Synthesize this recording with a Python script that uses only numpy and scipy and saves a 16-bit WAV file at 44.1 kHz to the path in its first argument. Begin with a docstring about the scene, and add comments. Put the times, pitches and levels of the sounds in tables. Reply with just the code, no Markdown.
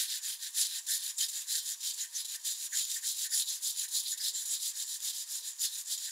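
"""Wire brush on a wet, rusty blade

A small wire brush scrubs a steel blade in a shallow glass dish of liquid, about three round trips a
second. Wire tips stick and slip on the rust and set the blade ringing: loud pushes, softer returns,
deeper towards the far end. The pressed blade judders on the dish, and the stirred liquid laps and plops.
Close up, in a quiet workshop with a faint whine on the left."""
import sys
import numpy as np
from scipy import signal
from scipy.fft import rfft, irfft, next_fast_len
from scipy.io import wavfile

SR = 44100
rng = np.random.default_rng(int(sys.argv[2]) if len(sys.argv) > 2 else 0)


def digitize_waveform(pressure):
    """Quantize a signal to 16-bit integers and store it at the path in sys.argv[1].

    Rows of a 2-D input are taken as channels; values are limited to [-1, 1].
    """
    field = np.atleast_2d(pressure).T
    bounded = np.clip(field, -1, 1)
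    quanta = np.round(bounded * 32767).astype(np.int16)
    wavfile.write(sys.argv[1], SR, quanta)


N = 269451
TIME = np.arange(N) / SR
PADDED = next_fast_len(N + SR // 10)
BIN_HZ = np.maximum(np.arange(PADDED // 2 + 1) * SR / PADDED, 1)

# Still air of the workshop. Each row: frequency in Hz, relative level in dB.
AIR_SPECTRUM = [(25, -27), (60, -33), (130, -21.5), (220, -18.5), (350, -16.5), (490, -10.5), (680, -7.5),
                (900, -2.5), (1150, 5), (1400, -4.5), (3000, 5.5), (14000, -15.5)]
# How stirred up the liquid is. Each row: time in seconds, level in dB.
STIRRING = [(0, -101), (2.6, -95), (3.2, -90.5), (4.3, -90), (6.1, -90)]
# Air pockets closing in the liquid. Each row: start in seconds, relative peak in dB, pitch in Hz.
AIR_POCKETS = [(3.631, -68, 536), (3.931, -65.5, 492.5), (3.96, -71, 486), (4.237, -73, 490),
               (4.322, -67.5, 447), (4.522, -67, 547), (5.07, -72, 760), (5.414, -70.5, 479),
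               (5.905, -65, 640)]
# Modes of the glass dish. Each row: pitch in Hz, width in Hz, relative level in dB.
DISH_MODES = [(1523, 88, -8), (1803, 96, 1.5), (2300, 770, -8.5)]
# The blade rocks and buzzes on the dish. Each row: start in seconds, relative peak in dB.
BLADE_ROCKS = [(0.895, -53), (1.213, -53.5), (1.543, -52), (2.028, -54), (2.34, -54.5), (2.72, -45),
               (2.95, -51), (3.023, -54), (3.244, -50), (3.314, -47.5), (3.832, -55), (4.122, -54.5),
               (4.194, -51.5), (5.636, -56.5), (6.072, -52.5)]
# Modes of the wet blade. Each row: pitch in Hz, width in Hz, relative level in dB.
BLADE_MODES = [(3150, 69, -16.5), (3990, 270, -6.5), (4580, 70, -38.5), (4910, 110, -12), (5186, 31, -13),
               (5530, 28, -21), (6991, 127, -2), (7320, 510, -2.5), (10300, 100, -11), (10040, 71, -6),
               (10850, 130, -16.5), (11300, 60, -26), (14100, 440, -24.5)]
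# How freely the blade's middle modes ring. Each row: time in seconds, boost in dB.
RING_BOOST = [(0, 0), (1.2, 0), (2.2, 1), (3.4, 1.5), (4.4, 0.5), (5.2, 0), (6.1, 2)]
# Tufts squeaking on the rust. Each row: centre in seconds, pitch in Hz, relative level in dB.
TUFT_SQUEAKS = [(0.612, 10470, -33), (1.187, 7320, -38), (2.018, 6800, -37), (2.166, 6200, -37.5),
                (2.741, 6700, -40), (3.341, 4910, -36), (3.355, 10150, -38), (3.973, 4100, -37.5),
                (4.069, 3980, -40), (4.214, 4910, -40), (4.518, 7800, -36.5)]
# Stiff wires snapping free. Each row: start in seconds, relative peak in dB.
WIRE_SNAPS = [(0.6688, -21), (0.979, -20), (2.2473, -29), (2.8517, -19), (2.916, -17), (5.004, -24.5)]
# Wires bite or flip over, mostly near a turn. Each row: start in seconds, relative peak in dB.
WIRE_CATCHES = [(0.425, -39), (0.864, -35), (1.093, -38.5), (1.18, -31.5), (1.282, -35), (1.408, -41),
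                (1.802, -41), (1.936, -42.5), (2.158, -39), (2.246, -37.5), (2.344, -38), (2.444, -41),
                (3.879, -42), (4.026, -39.5), (4.173, -38), (4.201, -41), (4.454, -36), (5.128, -40),
                (5.974, -38.5)]
# Tone of wires on rust. Each row: frequency in Hz, relative level in dB.
SCRAPE_SPECTRUM = [(80, -67), (250, -55.5), (700, -39), (1380, -27), (1600, -19.5), (2400, -17.5),
                   (2950, -11), (3700, -0.5), (4600, -1.5), (7600, -1), (8700, -3), (10700, -2),
                   (11400, -7), (13900, -6), (15600, -15.5)]
# The scrape's registers: body, deep grind, rasp, blade ring, hiss. Each row: trim at mid travel in dB,
# gain from the near to the far end in dB, floor as the brush turns in dB.
SCRAPE_REGISTERS = [(-1, 2, -50), (-0.05, 6, -52), (-0.5, 14, -52.5), (-0.9, -1.5, -50), (-0.07, 4.5, -50)]
# Push and return in turn. Each row: start in seconds, end in seconds, moment of top speed from 0 to 1,
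# scrape drive in dB, extra grind in dB, extra rasp in dB, judder drive in dB.
BRUSH_STROKES = [(-0.112, 0.12, 0.23, -26, 5.5, -2, -48.5), (0.046, 0.227, 0.54, -34.5, 4.5, 5.5, -57.0),
                 (0.2, 0.415, 0.28, -34, 4, -0.5, -60.5), (0.364, 0.518, 0.66, -38, 2.5, 1, -56.5),
                 (0.515, 0.708, 0.43, -28.5, 1.5, 2, -57), (0.62, 0.826, 0.75, -37.5, 5, 1.5, -59),
                 (0.86, 1.039, 0.28, -29.5, -5, -0.5, -51.5), (0.964, 1.149, 0.58, -36.5, 2.5, 0, -61),
                 (1.173, 1.297, 0.33, -29, -0.5, 1.5, -59), (1.248, 1.463, 0.65, -36.5, 2, -2.5, -60),
                 (1.436, 1.658, 0.45, -30.5, -1, -0.5, -58), (1.596, 1.779, 0.61, -35.5, -1.0, -2.5, -59.5),
                 (1.775, 1.964, 0.47, -33.5, 2, 3, -69), (1.943, 2.093, 0.45, -36, 3.5, -1, -59.5),
                 (2.1, 2.264, 0.5, -37, 3.5, 4, -61), (2.229, 2.379, 0.83, -37, 4, -2, -72.0),
                 (2.423, 2.597, 0.29, -32.5, -0.5, 0.5, -60.5), (2.518, 2.697, 0.78, -37, 2, -2, -64.5),
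                 (2.68, 2.883, 0.49, -31.5, 4, 2, -70.5), (2.808, 3.016, 0.7, -34.0, 1, -2.5, -74),
                 (2.99, 3.158, 0.55, -31.0, -3, 0.5, -72.5), (3.077, 3.288, 0.86, -33.5, 0, -2.5, -72.5),
                 (3.271, 3.465, 0.59, -28, -2.5, 0.0, -62), (3.432, 3.626, 0.43, -34, -2, 1.5, -67.5),
                 (3.593, 3.777, 0.34, -30.5, -5, -2, -73.5), (3.71, 3.886, 0.64, -33.5, 1.5, -1.0, -72.0),
                 (3.875, 4.049, 0.52, -30.0, -5.5, 0, -62.5), (3.992, 4.172, 0.72, -35, -4.0, 2, -77),
                 (4.166, 4.344, 0.51, -31.5, -6, 3.0, -59), (4.289, 4.477, 0.63, -37, -9, 0.5, -61),
                 (4.42, 4.611, 0.59, -33, 1, -0.5, -65), (4.557, 4.748, 0.62, -33.5, -2.5, 0, -71.0),
                 (4.701, 4.867, 0.68, -35, -0.5, 2, -61.5), (4.817, 4.999, 0.72, -36.0, -7.5, -1.5, -64),
                 (4.97, 5.152, 0.56, -33.0, 0.5, 1, -62), (5.071, 5.266, 0.75, -37, -1.5, -0.5, -68),
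                 (5.227, 5.44, 0.56, -36.5, -0.5, -2, -65.5), (5.405, 5.559, 0.48, -37.0, -1.5, 0, -65),
                 (5.563, 5.705, 0.56, -29, -1.5, 0.5, -67), (5.627, 5.845, 0.79, -37.5, -1, -1.5, -64.5),
                 (5.837, 5.989, 0.55, -31.5, -3, 2, -64), (5.946, 6.152, 0.57, -38.5, 1.5, 1.5, -64)]
# Stereo width. Each row: frequency in Hz, left-right likeness from 0 to 1.
STEREO_LIKENESS = [(100, 0.83), (300, 0.74), (700, 0.67), (1200, 0.6), (1600, 0.92), (2200, 0.95),
                   (3300, .98), (6000, .93), (9000, 0.82), (14000, .75)]
# Stereo lean. Each row: frequency in Hz, left minus right in dB.
STEREO_BALANCE = [(1200, 0.3), (1700, -0.5), (3200, -0.5), (4000, -0.5), (7500, -0.9), (12000, 1.3)]

PUSH_POWER, RETURN_POWER, JUDDER_POWER = 2.3, 1.95, 1.52  # exponents of hand speed
CATCH_RISE_S, ROCK_RISE_S = 0.0068, 0.014
JUDDER_REACH_DB = -7  # change from the near to the far end
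DRAG_DB = 20.5  # extra grind as the wires drag at the end of a return
CUTOFF_HZ = 15750


def from_db(db):
    """Decibels to gain."""
    return 10 ** (np.asarray(db) / 20)


def rms_one(x):
    """Scale to unit power."""
    return x / np.sqrt(np.mean(x ** 2) + 1e-20)


def at_bins(points):
    """Read a table on a log-frequency axis."""
    hz, value = np.transpose(points)
    return np.interp(np.log(BIN_HZ), np.log(hz), value)


def at_times(points):
    """Read a table as a fader move."""
    return np.interp(TIME, *np.transpose(points))


def colour(x, gain):
    """EQ with one gain per frequency bin."""
    return irfft(rfft(x, PADDED) * gain, PADDED)[..., :N]


def drift(per_s):
    """A smooth random wobble of unit power."""
    knots = rng.standard_normal(N // 8)
    return rms_one(np.interp(TIME * per_s, np.arange(len(knots)), knots))


def resonate(x, hz, width_hz):
    """A two-pole resonance with gain 1 at its peak."""
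    r = np.exp(-np.pi * width_hz / SR)
    poles = [1, -2 * r * np.cos(2 * np.pi * hz / SR), r * r]
    return signal.lfilter(np.array([1, 0, -1]) * (1 - r * r) / 2, poles, x + 1e-18)


def focus(x, hz, width_hz, widen=2):
    """A resonance whose skirts are trimmed by a second one, `widen` times as wide."""
    return resonate(resonate(x, hz, width_hz), hz, widen * width_hz)


def ticks(per_s, size_db):
    """Two channels of tiny random impulses, a few bigger than the rest."""
    sizes = from_db(size_db * np.minimum(rng.exponential(1, (2, N)), 3))
    hits = rng.random((2, N)) < per_s / SR
    return rms_one(hits * sizes * rng.choice([-1, 1], (2, N)))


def swells(events, rise_s):
    """Power of brief swells that rise fast and die more slowly."""
    ages = [(np.maximum(TIME - s, 0) / rise_s, db) for s, db in events]
    return sum((from_db(db) * age * np.exp(1 - np.minimum(age, 40))) ** 2 for age, db in ages)


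def hand():
    """Per stroke: samples, way (1 push, -1 return), speed, place (-.5 near to .5 far) and levels."""
    for k, (start, end, fastest, *levels_db) in enumerate(BRUSH_STROKES):
        now, way = (TIME > start) & (TIME < end), (-1) ** k
        fastest_s = start + fastest * (end - start)
        travel = np.interp(TIME[now], [start, fastest_s, end], [0, .5, 1])
        yield now, way, np.abs(np.sin(np.pi * travel)), way * (travel - .5), levels_db


def air(level_db):
    """A faint, steady bed of room tone."""
    return from_db(level_db) * rms_one(colour(rng.standard_normal((2, N)), from_db(at_bins(AIR_SPECTRUM))))


def whine(level_db, hz, width_hz, right_db):
    """A thin, slightly noisy tone sits on the left."""
    tone = focus(rng.standard_normal((2, N)), hz, width_hz, widen=3)
    return from_db(level_db + np.array([[0], [right_db]])) * rms_one(tone)


def slosh(per_s, width_hz, count=12):
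    """Countless small ripples and bubbles lap round the blade."""
    laps, dealt = ticks(per_s, size_db=1.5), rng.integers(0, count, N)
    pitches = np.geomspace(300, 850, count)
    lapping = sum(focus(laps * (dealt == k), hz, width_hz) for k, hz in enumerate(pitches))
    return from_db(at_times(STIRRING)) * rms_one(lapping)


def splash(over_slosh_db, per_s, width_hz, count=8):
    """Each push drives the stirred liquid ahead of the brush, in smaller, higher bubbles."""
    pushing = np.zeros(N)
    for now, way, speed, _, _ in hand():
        pushing[now] += speed * (way > 0)
    pops, dealt = ticks(per_s, size_db=2.5) * pushing, rng.integers(0, count, N)
    pitches = np.geomspace(600, 1420, count)
    fizz = sum(focus(pops * (dealt == k), hz, width_hz) * hz for k, hz in enumerate(pitches))
    return from_db(over_slosh_db + at_times(STIRRING)) * rms_one(fizz)


def plops(gain_db, swell_s, width_hz):
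    """Each plop is a soft, quickly damped gulp at the pitch of its air pocket."""
    out = np.zeros((2, N))
    for s, db, hz in AIR_POCKETS:
        age = np.maximum(TIME - s, 0) / swell_s
        gulp = focus(rng.standard_normal((2, N)), hz, width_hz, widen=1)
        out += from_db(db + gain_db) * age * np.exp(1 - age) * rms_one(gulp)
    return out


def judder(rest_db):
    """Envelope of the blade's shake: it follows hand speed, harder at the near end and when it rocks."""
    power = swells(BLADE_ROCKS, ROCK_RISE_S) + from_db(rest_db) ** 2
    for now, _, speed, place, (*_, judder_db) in hand():
        power[now] += (from_db(judder_db + JUDDER_REACH_DB * place) * speed ** JUDDER_POWER) ** 2
    return np.sqrt(power)


def dish(gain_db, band_hz):
    """The blade chatters against the glass, whose modes the liquid damps."""
    chatter = ticks(per_s=1100, size_db=2.0)
    glass = sum(from_db(db) * (-1) ** k * rms_one(resonate(chatter, hz, width_hz))
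                for k, (hz, width_hz, db) in enumerate(DISH_MODES))
    glass = signal.sosfilt(signal.butter(3, band_hz, "band", fs=SR, output="sos"), glass)
    return from_db(gain_db) * judder(rest_db=-73.5) * rms_one(glass)


def blade(rasp, ring, hiss, gain_db, wander_db):
    """Slips feed the blade's modes, each wavering at random as the contact point shifts."""
    slips, out = ticks(per_s=9000, size_db=3.0), 0
    for hz, width_hz, mode_db in BLADE_MODES:
        drive = rasp if hz < 6000 else ring if hz < 9000 else hiss
        mode = rms_one(focus(slips, hz, width_hz, widen=6))
        out += mode * drive * from_db(mode_db + wander_db * drift(14))
    return from_db(gain_db) * out


def squeaks(gain_db, spread_s, width_hz):
    """A tuft falls into step and its slips gather round one pitch."""
    out = np.zeros((2, N))
    for s, hz, db in TUFT_SQUEAKS:
        now = np.abs(TIME - s) < .08
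        chatter = rng.standard_normal((2, SR // 5))[:, :now.sum()]
        envelope = np.exp(-.5 * ((TIME[now] - s) / spread_s) ** 2)
        out[:, now] += from_db(db + gain_db) * rms_one(focus(chatter, hz, width_hz)) * envelope
    return out


def snaps(gain_db, decay_s):
    """A stiff wire lets go with one sharp tick."""
    envelope = sum(from_db(db) * np.exp(-np.abs(TIME - s) / decay_s) * (TIME >= s)
                   for s, db in WIRE_SNAPS)
    tone = rms_one(from_db(at_bins(SCRAPE_SPECTRUM)))
    return from_db(gain_db) * colour(envelope * rng.standard_normal((2, N)), tone)


def pings(force, gain_db, per_s, width_hz, wander_db, count=36):
    """Wires of unequal length ring at their own pitches, drifting in and out of contact."""
    pitches = np.geomspace(3300, 11000, count) * np.exp(rng.normal(0, 0.014, count))
    plucks = ticks(per_s, size_db=4.5) * force
    dealt = rng.integers(0, count, N)  # which wire takes each pluck
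    rings = 0
    for k, hz in enumerate(pitches):
        touching = from_db(wander_db * np.tanh(drift(12)))
        rings += resonate(plucks * (dealt == k) * touching, hz, width_hz)
    shimmer = rms_one(colour(rings, from_db(at_bins(SCRAPE_SPECTRUM))))
    return from_db(gain_db) * shimmer * np.sqrt(np.mean(force ** 2))


def rubbing(stick_db):
    """One envelope per register: the scrape follows hand speed and deepens towards the far end."""
    mid_db, reach_db, rest_db = np.transpose(SCRAPE_REGISTERS)[:, :, None]
    power = from_db(mid_db) ** 2 * swells(WIRE_CATCHES, CATCH_RISE_S)
    for now, way, speed, place, (level_db, grind_db, rasp_db, _) in hand():
        tint_db = mid_db + reach_db * place
        tint_db[1] += grind_db + DRAG_DB * (way < 0) * np.minimum(2 * place, 0) ** 2
        tint_db[2] += rasp_db
        effort = speed ** (PUSH_POWER if way > 0 else RETURN_POWER)
        power[:, now] += (from_db(level_db + tint_db) * effort) ** 2
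    # near the turn the wires stick and only bend, so the scrape stops short
    sliding = power[0] / (power[0] + from_db(stick_db) ** 2)
    return np.sqrt(power * sliding + from_db(rest_db) ** 2)


def scrape(drives, gain_db, crossovers_hz):
    """Dense slips make a broad scrape; the angle of the brush shifts its weight between four bands."""
    slips = ticks(per_s=22000, size_db=5.0)
    tone = from_db(gain_db) * rms_one(from_db(at_bins(SCRAPE_SPECTRUM)))
    below = [0] + [1 / (1 + (BIN_HZ / hz) ** 16) for hz in crossovers_hz] + [1]
    return sum(colour(slips * drive, tone * (below[k + 1] - below[k])) for k, drive in enumerate(drives))


def reflections(x, echo_db, fade_db, reach_s, count=32):
    """Quick bounces off dish walls, gloves and bench top ripple the spectrum; later ones are weaker."""
    out = x.copy()
    for lateness, sign in zip(rng.uniform(.04, 1, count), rng.choice([-1, 1], count)):
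        lag = int(lateness * reach_s * SR)
        out[:, lag:] += sign * from_db(echo_db - fade_db * lateness) * x[:, :-lag]
    return out


def stereo(pair):
    """Spread a direct sound and its scattered twin as mid and side."""
    alike = np.clip(at_bins(STEREO_LIKENESS), 0, 1)
    mid = colour(pair[0], np.sqrt((1 + alike) / 2))
    side = colour(pair[1], np.sqrt((1 - alike) / 2))
    signs = np.array([[1], [-1]])
    return colour(mid + signs * side, from_db(signs * at_bins(STEREO_BALANCE) / 2))


def scene():
    """One hand motion drives wires, blade and dish, over the liquid and the room tone."""
    clumps = from_db(0.57 * drift(70) + 0.91 * drift(450))  # tufts catch and release in clumps
    body, grind, rasp, ring, hiss = [drive * clumps * from_db(1.17 * drift(110))
                                     for drive in rubbing(stick_db=-59.5)]
    brush = scrape([grind, rasp, body, hiss], gain_db=-3.0, crossovers_hz=[3150, 4800, 8700])
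    brush += pings(body, gain_db=-12.0, per_s=1700, width_hz=74, wander_db=10.0)
    brush += squeaks(gain_db=1, spread_s=.012, width_hz=700)
    brush += snaps(gain_db=-9, decay_s=.0012)
    steel = blade(rasp, ring * from_db(at_times(RING_BOOST)), hiss, gain_db=-8.5, wander_db=3.0)
    glass = dish(gain_db=0.53, band_hz=[1430, 2300])
    liquid = plops(gain_db=-6.0, swell_s=0.0097, width_hz=180)
    liquid += slosh(per_s=230, width_hz=90)
    liquid += splash(over_slosh_db=10.5, per_s=300, width_hz=150)
    close = reflections(brush + steel + glass + liquid, echo_db=-22.0, fade_db=11.5, reach_s=.016)
    workshop = stereo(close + air(level_db=-67.0))
    return workshop + whine(level_db=-72.5, hz=950, width_hz=75, right_db=-15.0)


def record(dry):
    """A steep high cut takes off the very top."""
    return colour(dry, np.clip((CUTOFF_HZ - BIN_HZ) / 100 + .5, 0, 1))


dry = scene()
out = record(dry)
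digitize_waveform(out)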